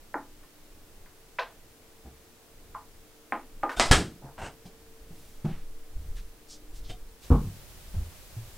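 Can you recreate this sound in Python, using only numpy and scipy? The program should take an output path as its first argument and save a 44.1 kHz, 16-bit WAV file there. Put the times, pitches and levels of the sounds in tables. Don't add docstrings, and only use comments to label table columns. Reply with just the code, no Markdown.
import sys
import numpy as np
from scipy import signal
from scipy.fft import rfft, irfft
from scipy.io import wavfile

SR = 44100
rng = np.random.default_rng(int(sys.argv[2]) if len(sys.argv) > 2 else 0)


def dump_mix(stems):
    frames = np.atleast_2d(stems).T
    limited = np.clip(frames, -1, 1)
    pcm = np.round(limited * 32767).astype(np.int16)
    wavfile.write(sys.argv[1], SR, pcm)


N = 378060
SIZE = 32768
AGE = np.arange(SIZE) / SR
FREQ = np.maximum(np.fft.rfftfreq(SIZE, 1 / SR), 1)
TIME = np.arange(N) / SR
FULL_FREQ = np.maximum(np.fft.rfftfreq(N, 1 / SR), 1)

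# frequency in Hz, level in dB.
CLACK_COLOUR = [(90, -8.5), (160, -9.5), (420, -7.5), (1600, -9.5), (2800, -11), (4900, -12.5),
                (6300, -16.5), (8300, -14.5), (15000, -37)]


def undb(db):
    return 10 ** (np.asarray(db) / 20)


def level(x, db):
    return x * undb(db) / np.sqrt(np.mean(x ** 2))


def blow(x, db):
    return x * undb(db) / np.sqrt(np.sum(x ** 2) * 20 / SR)


def add(out, s, x):
    start = max(int(s * SR), 0)
    out[start:start + len(x)] += x[:max(N - start, 0)]


def curve(points, hz=FREQ):
    point_hz, point_db = np.transpose(points)
    return np.interp(np.log(hz), np.log(point_hz), point_db)


def edge(ratio, slope):
    return -10 * np.log10(1 + ratio ** (slope / (10 * np.log10(2))))


def peaks(modes, width_hz):
    return np.max([np.exp(-.5 * ((FREQ - hz) / width_hz) ** 2) for hz, *_ in modes], axis=0)


def colour(x, db):
    cepstrum = irfft(np.log(undb(db - db.max()) + 1e-4))
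    cepstrum[1:SIZE // 2] *= 2
    cepstrum[SIZE // 2 + 1:] = 0
    return irfft(rfft(x, SIZE) * np.exp(rfft(cepstrum)))


def fade(t60):
    return np.exp(-np.log(1000) * AGE / max(t60, 1e-3))


def ring(modes, scatter_db=0, detune=0):
    chance = rng.standard_normal((len(modes), 2))
    total = 0
    for (hz, db, t60), (level_chance, pitch_chance) in zip(modes, chance):
        tone = np.sin(2 * np.pi * hz * (1 + detune * pitch_chance) * AGE)
        total = total + undb(db + scatter_db * level_chance) * fade(t60) * tone
    return total


def click_in_room(room_db, build_s=0.0012, bend_s=0.000536, t60=0.27, bass_t60=0.37, bass_hz=330):
    noise = rng.standard_normal(SIZE)
    bass = irfft(rfft(noise) / (1 + (FREQ / bass_hz) ** 4))
    tail = (noise - bass) * fade(t60) + bass * fade(bass_t60)
    tail = tail * (1 - np.exp(-AGE / build_s))
    click = irfft(np.exp(-4j * np.pi * bend_s * np.sqrt(FREQ * 1000)))
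    return blow(click, 0) + blow(tail, room_db)


def soft_blow(modes, swell_s, scuff_db):
    # frequency in Hz, level in dB.
    scuff_colour = [(50, 1.5), (150, 3.5), (330, -1), (450, -10), (780, -5), (1050, -17), (4000, -33),
                    (12000, -43)]
    swell = 1 - np.exp(-(AGE / swell_s) ** 2)
    tones = blow(swell * ring(modes), 0)
    scuff = swell * colour(click_in_room(room_db=21), curve(scuff_colour))
    return tones + blow(scuff, scuff_db)


def scrape(modes, swell_s, t60, hiss_db, grain_db=5):
    slips, sizes = rng.standard_normal((2, SIZE))
    force = slips * undb(grain_db * sizes) * (1 - np.exp(-AGE / swell_s)) * fade(t60)
    rung = signal.fftconvolve(force, ring(modes))[:SIZE]
    hiss = colour(force, curve(CLACK_COLOUR))
    return blow(rung, 0) + blow(hiss, hiss_db)


def walk(rate):
    knots = rng.standard_normal(1024)
    return np.interp(TIME * rate, np.arange(len(knots)), knots)


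def bottles(ring_db=-4, tilt_hz=1100, tilt_slope=6, low_slope=55, peak_db=4):
    # start in seconds, level in dB, low edge in Hz, top edge in Hz,
    # slope beyond the top edge in dB per octave (a negative one thins the tones below it instead),
    # pitch of the bottle's body in Hz, its upper ring in Hz,
    # level of the bottle's ring in dB, level of the first touch in dB (both relative to the knock).
    knocks = [(0.1416, -33, 215, 1900, 45, 883, 1390, -3, -8),
              (0.431, -63, 700, 1500, -5, 1120, 1800, -1, -11),
              (1.06, -64, 900, 2400, 15, 1490, 2100, -6, -2),
              (1.386, -36.5, 450, 4500, 26, 1600, 2630, -8, -6),
              (1.389, -32.5, 470, 4700, 25, 1030, 1590, -6, -8),
              (2.746, -40, 720, 1090, 15, 1045, 1136, 2, -19),
              (3.3221, -30.5, 227, 2250, 26, 810, 1039, -3, -7.5),
              (3.6305, -27.5, 258, 1550, 18, 815, 1215, 3, -19.5),
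              (3.6932, -37.5, 400, 2500, 6, 1475, 1810, -4, -10),
              (3.715, -43.5, 900, 2800, 2.5, 1470, 1570, -9, -10)]
    # pitch in Hz, level in dB, time to fall 60 dB in seconds.
    shelf_modes = [(280, -5, .3), (495, -8, .21), (670, -6, .2), (840, 0, .2), (985, -2, .24),
                   (1050, -1, .18), (1195, -3, .15), (1250, -8, .22), (1378, -5, .14), (1498, -6, .2),
                   (1833, -10, .2)]
    contact_s = .00042
    body_db, body_octaves = 5, 0.15
    bottle_t60 = 0.15
    out = np.zeros(N)
    panel = edge(FREQ / tilt_hz, tilt_slope) + peak_db * peaks(shelf_modes, width_hz=35)
    tick = edge(1300 / FREQ, slope=28.6) + edge(FREQ / 2430, slope=73)
    for s, db, low_hz, top_hz, slope, body_hz, upper_hz, bottle_db, touch_db in knocks:
        contact = edge(FREQ / top_hz, slope)
        touch = colour(click_in_room(room_db=-12.5), contact + tick)
        add(out, s, blow(touch, db + touch_db))
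        body = body_db * np.exp(-.5 * (np.log2(FREQ / body_hz) / body_octaves) ** 2)
        shape = panel + contact + edge(low_hz / FREQ, low_slope) + body
        knock = blow(colour(click_in_room(room_db=10.5, t60=0.22), shape), 0)
        shelf = blow(colour(ring(shelf_modes, scatter_db=4, detune=0.0063), shape), ring_db)
        bottle = blow(ring([(body_hz, 0, bottle_t60), (upper_hz, 0, bottle_t60)]), bottle_db)
        add(out, s + contact_s / undb(touch_db), blow(knock + shelf + bottle, db))
    return out


def door(shut_s=3.911, thud_db=-15.0, ring_db=-9, frame_db=-4, push_s=0.017, push_db=-19,
         peak_db=4, boom_db=-25.5, boom_hz=420):
    # start in seconds, level in dB, top edge in Hz,
    # level of the reflections in dB relative to the click, share of the frame in the ring from 0 to 1.
    clacks = [(3.7975, -20.5, 8600, 5, 0.9), (3.857, -37.5, 14000, 5, 1), (3.912, -18, 10900, 16, 0),
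              (3.9133, -22.5, 11100, -1, 0.37), (3.927, -31, 8900, 10, 0)]
    # pitch in Hz, level in dB, time to fall 60 dB in seconds.
    door_modes = [(235, 10, 0.16), (325, 2, 0.45), (449, 12, 0.13), (670, -8, 0.24), (1370, -8.5, 0.38),
                  (1667, 14, 0.16), (3220, -1, 0.22)]
    frame_modes = [(687.5, 1, 0.21), (770, 2.5, .15), (974, -1.5, 0.13), (1270, -1, .2), (2034, -1, 0.18),
                   (5020, -12, 0.44)]
    cabinet_modes = [(27, 0, .24), (52, -2, .15), (72, -2, .15), (100, -2, .12), (132, -7, .16),
                     (178, -22, .7)]
    out = np.zeros(N)
    for s, db, top_hz, room_db, share in clacks:
        frame_peaks = share * peaks(frame_modes, width_hz=120)
        door_peaks = (1 - share) * peaks(door_modes, width_hz=84)
        panel = curve(CLACK_COLOUR) + peak_db * (frame_peaks + door_peaks)
        rung = share * blow(ring(frame_modes), frame_db) + (1 - share) * blow(ring(door_modes), ring_db)
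        click = click_in_room(room_db, bend_s=0.000603)
        clack = blow(colour(click, panel + edge(FREQ / top_hz, slope=21)), 0)
        add(out, s, blow(clack + rung, db))
    lead = shut_s - TIME
    out += undb(push_db) * np.exp(-np.abs(lead) / np.where(lead > 0, push_s, push_s / 10))
    add(out, shut_s, -blow(ring(cabinet_modes), thud_db))
    boom_band = edge(FREQ / boom_hz, slope=48) + edge(90 / FREQ, slope=4.0)
    walls = colour(click_in_room(room_db=28, build_s=0.062), boom_band)
    add(out, shut_s, blow(walls, boom_db))
    return out


def seal(at_s=3.768, db=-35, hz=31.0, swell_s=0.011, t60=.27, scrape_s=3.763, scrape_db=-40.0):
    # pitch in Hz, level in dB, time to fall 60 dB in seconds.
    seal_modes = [(820, -2, 0.037), (1500, -3, 0.026), (3650, -7, .06)]
    out = np.zeros(N)
    add(out, scrape_s, undb(scrape_db) * scrape(seal_modes, swell_s=0.011, t60=0.28, hiss_db=-1.5))
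    add(out, at_s, undb(db) * soft_blow([(hz, 0, t60)], swell_s, scuff_db=-19))
    return out


def slides(grain_db=6, slope=22, peak_db=6):
    # start in seconds, length in seconds,
    # level in dB before the growth below, top edge in Hz at full speed.
    hand_slides = [(4.22, .07, -49, 1220), (4.38, 0.02, -39, 2610), (4.415, 0.048, -37, 3020)]
    # frequency in Hz, level in dB.
    slide_colour = [(60, 5), (330, 1), (900, 1.5), (1700, -4), (3800, -4.5), (6000, 9), (8800, 23.5),
                    (12000, -5)]
    handle_modes = [(810,), (1540,), (2800,)]
    growth_db, opening_octaves, release_t60 = 1.5, 0.32, 0.19
    out = np.zeros(N)
    handle = curve(slide_colour) + peak_db * peaks(handle_modes, width_hz=160)
    for s, length_s, db, top_hz in hand_slides:
        slips, sizes = rng.standard_normal((2, SIZE))
        crackle = slips * undb(grain_db * sizes)
        dull = colour(crackle, handle + edge(FREQ * 2 ** opening_octaves / top_hz, slope))
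        bright = colour(crackle, handle + edge(FREQ / top_hz, slope))
        speed = np.minimum(AGE / length_s, 1)
        rub = level((1 - speed) * dull + speed * bright, db)
        growth = undb(growth_db * (speed - 2))
        release = np.interp(AGE - length_s, AGE, fade(release_t60))
        add(out, s, rub * growth * release)
    return out


def table(low_hz=36):
    # start in seconds, level in dB,
    # top edge in Hz, level of the tap in dB relative to the wood.
    landings = [(7.3039, -19, 1170, -9), (7.316, -14, 450, -15.5)]
    # pitch in Hz, level in dB, time to fall 60 dB in seconds.
    table_modes = [(51, 2.5, 0.26), (77, 4, 0.091), (141, -11, 0.47), (172.5, -15, 0.42),
                   (212, -15.5, 0.36), (256, -3, 0.15), (470, -19.5, 0.23), (1065, -21, 0.22),
                   (1406, -22, 0.29)]
    # frequency in Hz, level in dB.
    tap_colour = [(100, -5), (220, 5), (330, -4), (480, -2), (600, -16), (850, -9), (1100, -8), (1480, -21),
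                  (1680, -33), (8000, -54)]
    out = np.zeros(N)
    for s, db, top_hz, tap_db in landings:
        band = edge(FREQ / top_hz, slope=16.4) + edge(low_hz / FREQ, slope=14)
        wood = blow(colour(ring(table_modes), band), db)
        tap = colour(click_in_room(room_db=26, build_s=0.0043), curve(tap_colour))
        add(out, s, blow(tap, db + tap_db) - wood)
    return out


def footstep():
    # start in seconds, level in dB,
    # swell in seconds, level of the scuff in dB relative to the tones.
    footfalls = [(5.444, -27.5, 0.0049, -9.5), (5.495, -38.5, 0.012, -18)]
    # pitch in Hz, level in dB, time to fall 60 dB in seconds.
    board_modes = [(152.4, 3.5, 0.15), (201, 1, 0.13), (253.4, -10, .14), (346, -10, 0.097)]
    out = np.zeros(N)
    for s, db, swell_s, scuff_db in footfalls:
        add(out, s, -undb(db) * soft_blow(board_modes, swell_s, scuff_db))
    return out


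def bumps(swell_cycles=0.99, ring_cycles=28.3):
    # start in seconds, level in dB,
    # pitch in Hz, level of the scuff in dB relative to the tone.
    dull_bumps = [(2.04, -47, 65.7, -2.5), (4.235, -45.5, 138, -4), (4.412, -49.5, 126, 6.5),
                  (4.652, -51, 180, -2), (5.10, -49, 164.4, -6), (5.961, -39, 75, -22),
                  (6.885, -50, 105, -1), (7.445, -34.5, 98.3, -23), (7.938, -45, 164, -2),
                  (7.955, -29, 84.5, -30), (8.362, -35.5, 112.3, -20)]
    out = np.zeros(N)
    for s, db, hz, scuff_db in dull_bumps:
        bump = soft_blow([(hz, 0, ring_cycles / hz)], swell_cycles / hz, scuff_db)
        add(out, s, undb(db) * bump)
    return out


def creak(at_s=6.894, db=-49):
    # pitch in Hz, level in dB, time to fall 60 dB in seconds.
    creak_modes = [(730, 0, 0.09), (3175, 0.5, 0.043), (3630, -3, 0.087)]
    out = np.zeros(N)
    add(out, at_s, undb(db) * scrape(creak_modes, swell_s=0.0044, t60=0.12, hiss_db=-3))
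    return out


def rustles(grain_db=3, linger=1.31):
    # time of the peak in seconds, half length in seconds,
    # level in dB at the peak, centre in Hz, half width in octaves.
    brushes = [(4.667, 0.013, -56.5, 4000, 0.68), (5.214, 0.11, -60, 4600, 1.8),
               (5.505, 0.053, -54.5, 1490, 0.86), (6.176, 0.017, -53, 2700, 0.94),
               (6.518, 0.024, -48, 5330, 0.43), (6.765, 0.023, -56.5, 5200, 0.79),
               (6.857, 0.014, -56, 3900, .45), (6.901, 0.02, -52, 3600, 0.7),
               (7.242, 0.019, -54.5, 4250, 0.61)]
    out = np.zeros(N)
    middle_s = AGE.mean()
    offset = AGE - middle_s
    for s, half_s, db, hz, octaves in brushes:
        slips, sizes = rng.standard_normal((2, SIZE))
        rub = colour(slips * undb(grain_db * sizes), -3 * (np.log2(FREQ / hz) / octaves) ** 2)
        width_s = half_s * np.where(offset > 0, linger, 1 / linger)
        swell = np.exp(-.5 * (offset / width_s) ** 2)
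        add(out, s - middle_s, level(rub, db) * swell)
    return out


def rumble(db=1):
    # time in seconds, level in dB before db is added.
    rumble_course = [(5.0, -76), (5.02, -50.5), (5.4, -57), (5.45, -41), (5.87, -70), (5.99, -35),
                     (6.14, -33), (6.34, -56), (6.62, -58), (6.82, -40), (7.02, -46), (7.2, -51)]
    # frequency in Hz, level in dB.
    rumble_colour = [(10, 8), (25, 2), (45, 0.5), (65, -13), (100, -14), (200, -32), (600, -53)]
    noise = irfft(rfft(rng.standard_normal(N)) * undb(curve(rumble_colour, FULL_FREQ)), N)
    s, rumble_db = np.transpose(rumble_course)
    return level(noise, db) * np.interp(TIME, s, undb(rumble_db), left=0, right=0)


def draught(at_s=5.614, half_s=0.22, db=-36, top_hz=14):
    band = signal.butter(3, [top_hz / 2, top_hz], "band", fs=SR, output="sos")
    puffs = signal.sosfilt(band, rng.standard_normal(N))
    return level(puffs, db) * np.exp(-.5 * ((TIME - at_s) / half_s) ** 2)


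def hum(waver_db=4.0, drift=0.12):
    # pitch in Hz, rms level in dB.
    hum_lines = [(301, -71), (450, -66.5)]
    total = np.zeros(N)
    for hz, db in hum_lines:
        line = np.sin(2 * np.pi * hz * TIME + drift * walk(rate=3.0))
        total += level(line * undb(waver_db * walk(rate=3.01)), db)
    return total


def air(points, db, waver_db):
    # frequency in Hz, side minus middle in dB.
    spread = [(60, -15), (700, -7), (3000, -1.5)]
    shape = undb(curve(points, FULL_FREQ) + edge(10 / FULL_FREQ, slope=85))
    mid, side = rfft(rng.standard_normal((2, N))) * shape
    bass = mid / (1 + (FULL_FREQ / 120) ** 2)
    centre = irfft(mid - bass, N) + irfft(bass, N) * undb(waver_db * walk(rate=7))
    sides = irfft(side * undb(curve(spread, FULL_FREQ)), N)
    return level(centre + np.array([[1], [-1]]) * sides, db)


def scene():
    # frequency in Hz, level in dB.
    kitchen_colour = [(20, 14.5), (45, -3.5), (85, -1), (160, -7), (230, -5.5), (310, -3.5), (520, -7.5),
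                      (1000, -13.5), (3000, -18.5), (15500, -22)]
    lounge_colour = [(20, 3), (60, -6), (130, -18), (270, -27), (390, -23.5), (1000, -31.5), (15500, -37)]
    lounge_from_s = 7.23
    moved = np.clip((TIME - lounge_from_s) * 20 + .5, 0, 1)
    kitchen = air(kitchen_colour, db=-52, waver_db=4.5) + hum()
    lounge = air(lounge_colour, db=-40.5, waver_db=7.5)
    tone = np.sqrt(1 - moved) * kitchen + np.sqrt(moved) * lounge
    fridge = bottles() + seal() + door() + slides()
    body = bumps() + footstep() + creak() + rustles() + rumble() + draught()
    return tone + fridge + body + table()


def record(dry):
    top_cut = signal.ellip(12, .1, 80, 15800, fs=SR, output="sos")
    return signal.sosfilt(top_cut, np.clip(dry, -.88, .88))


dry = scene()
out = record(dry)
dump_mix(out)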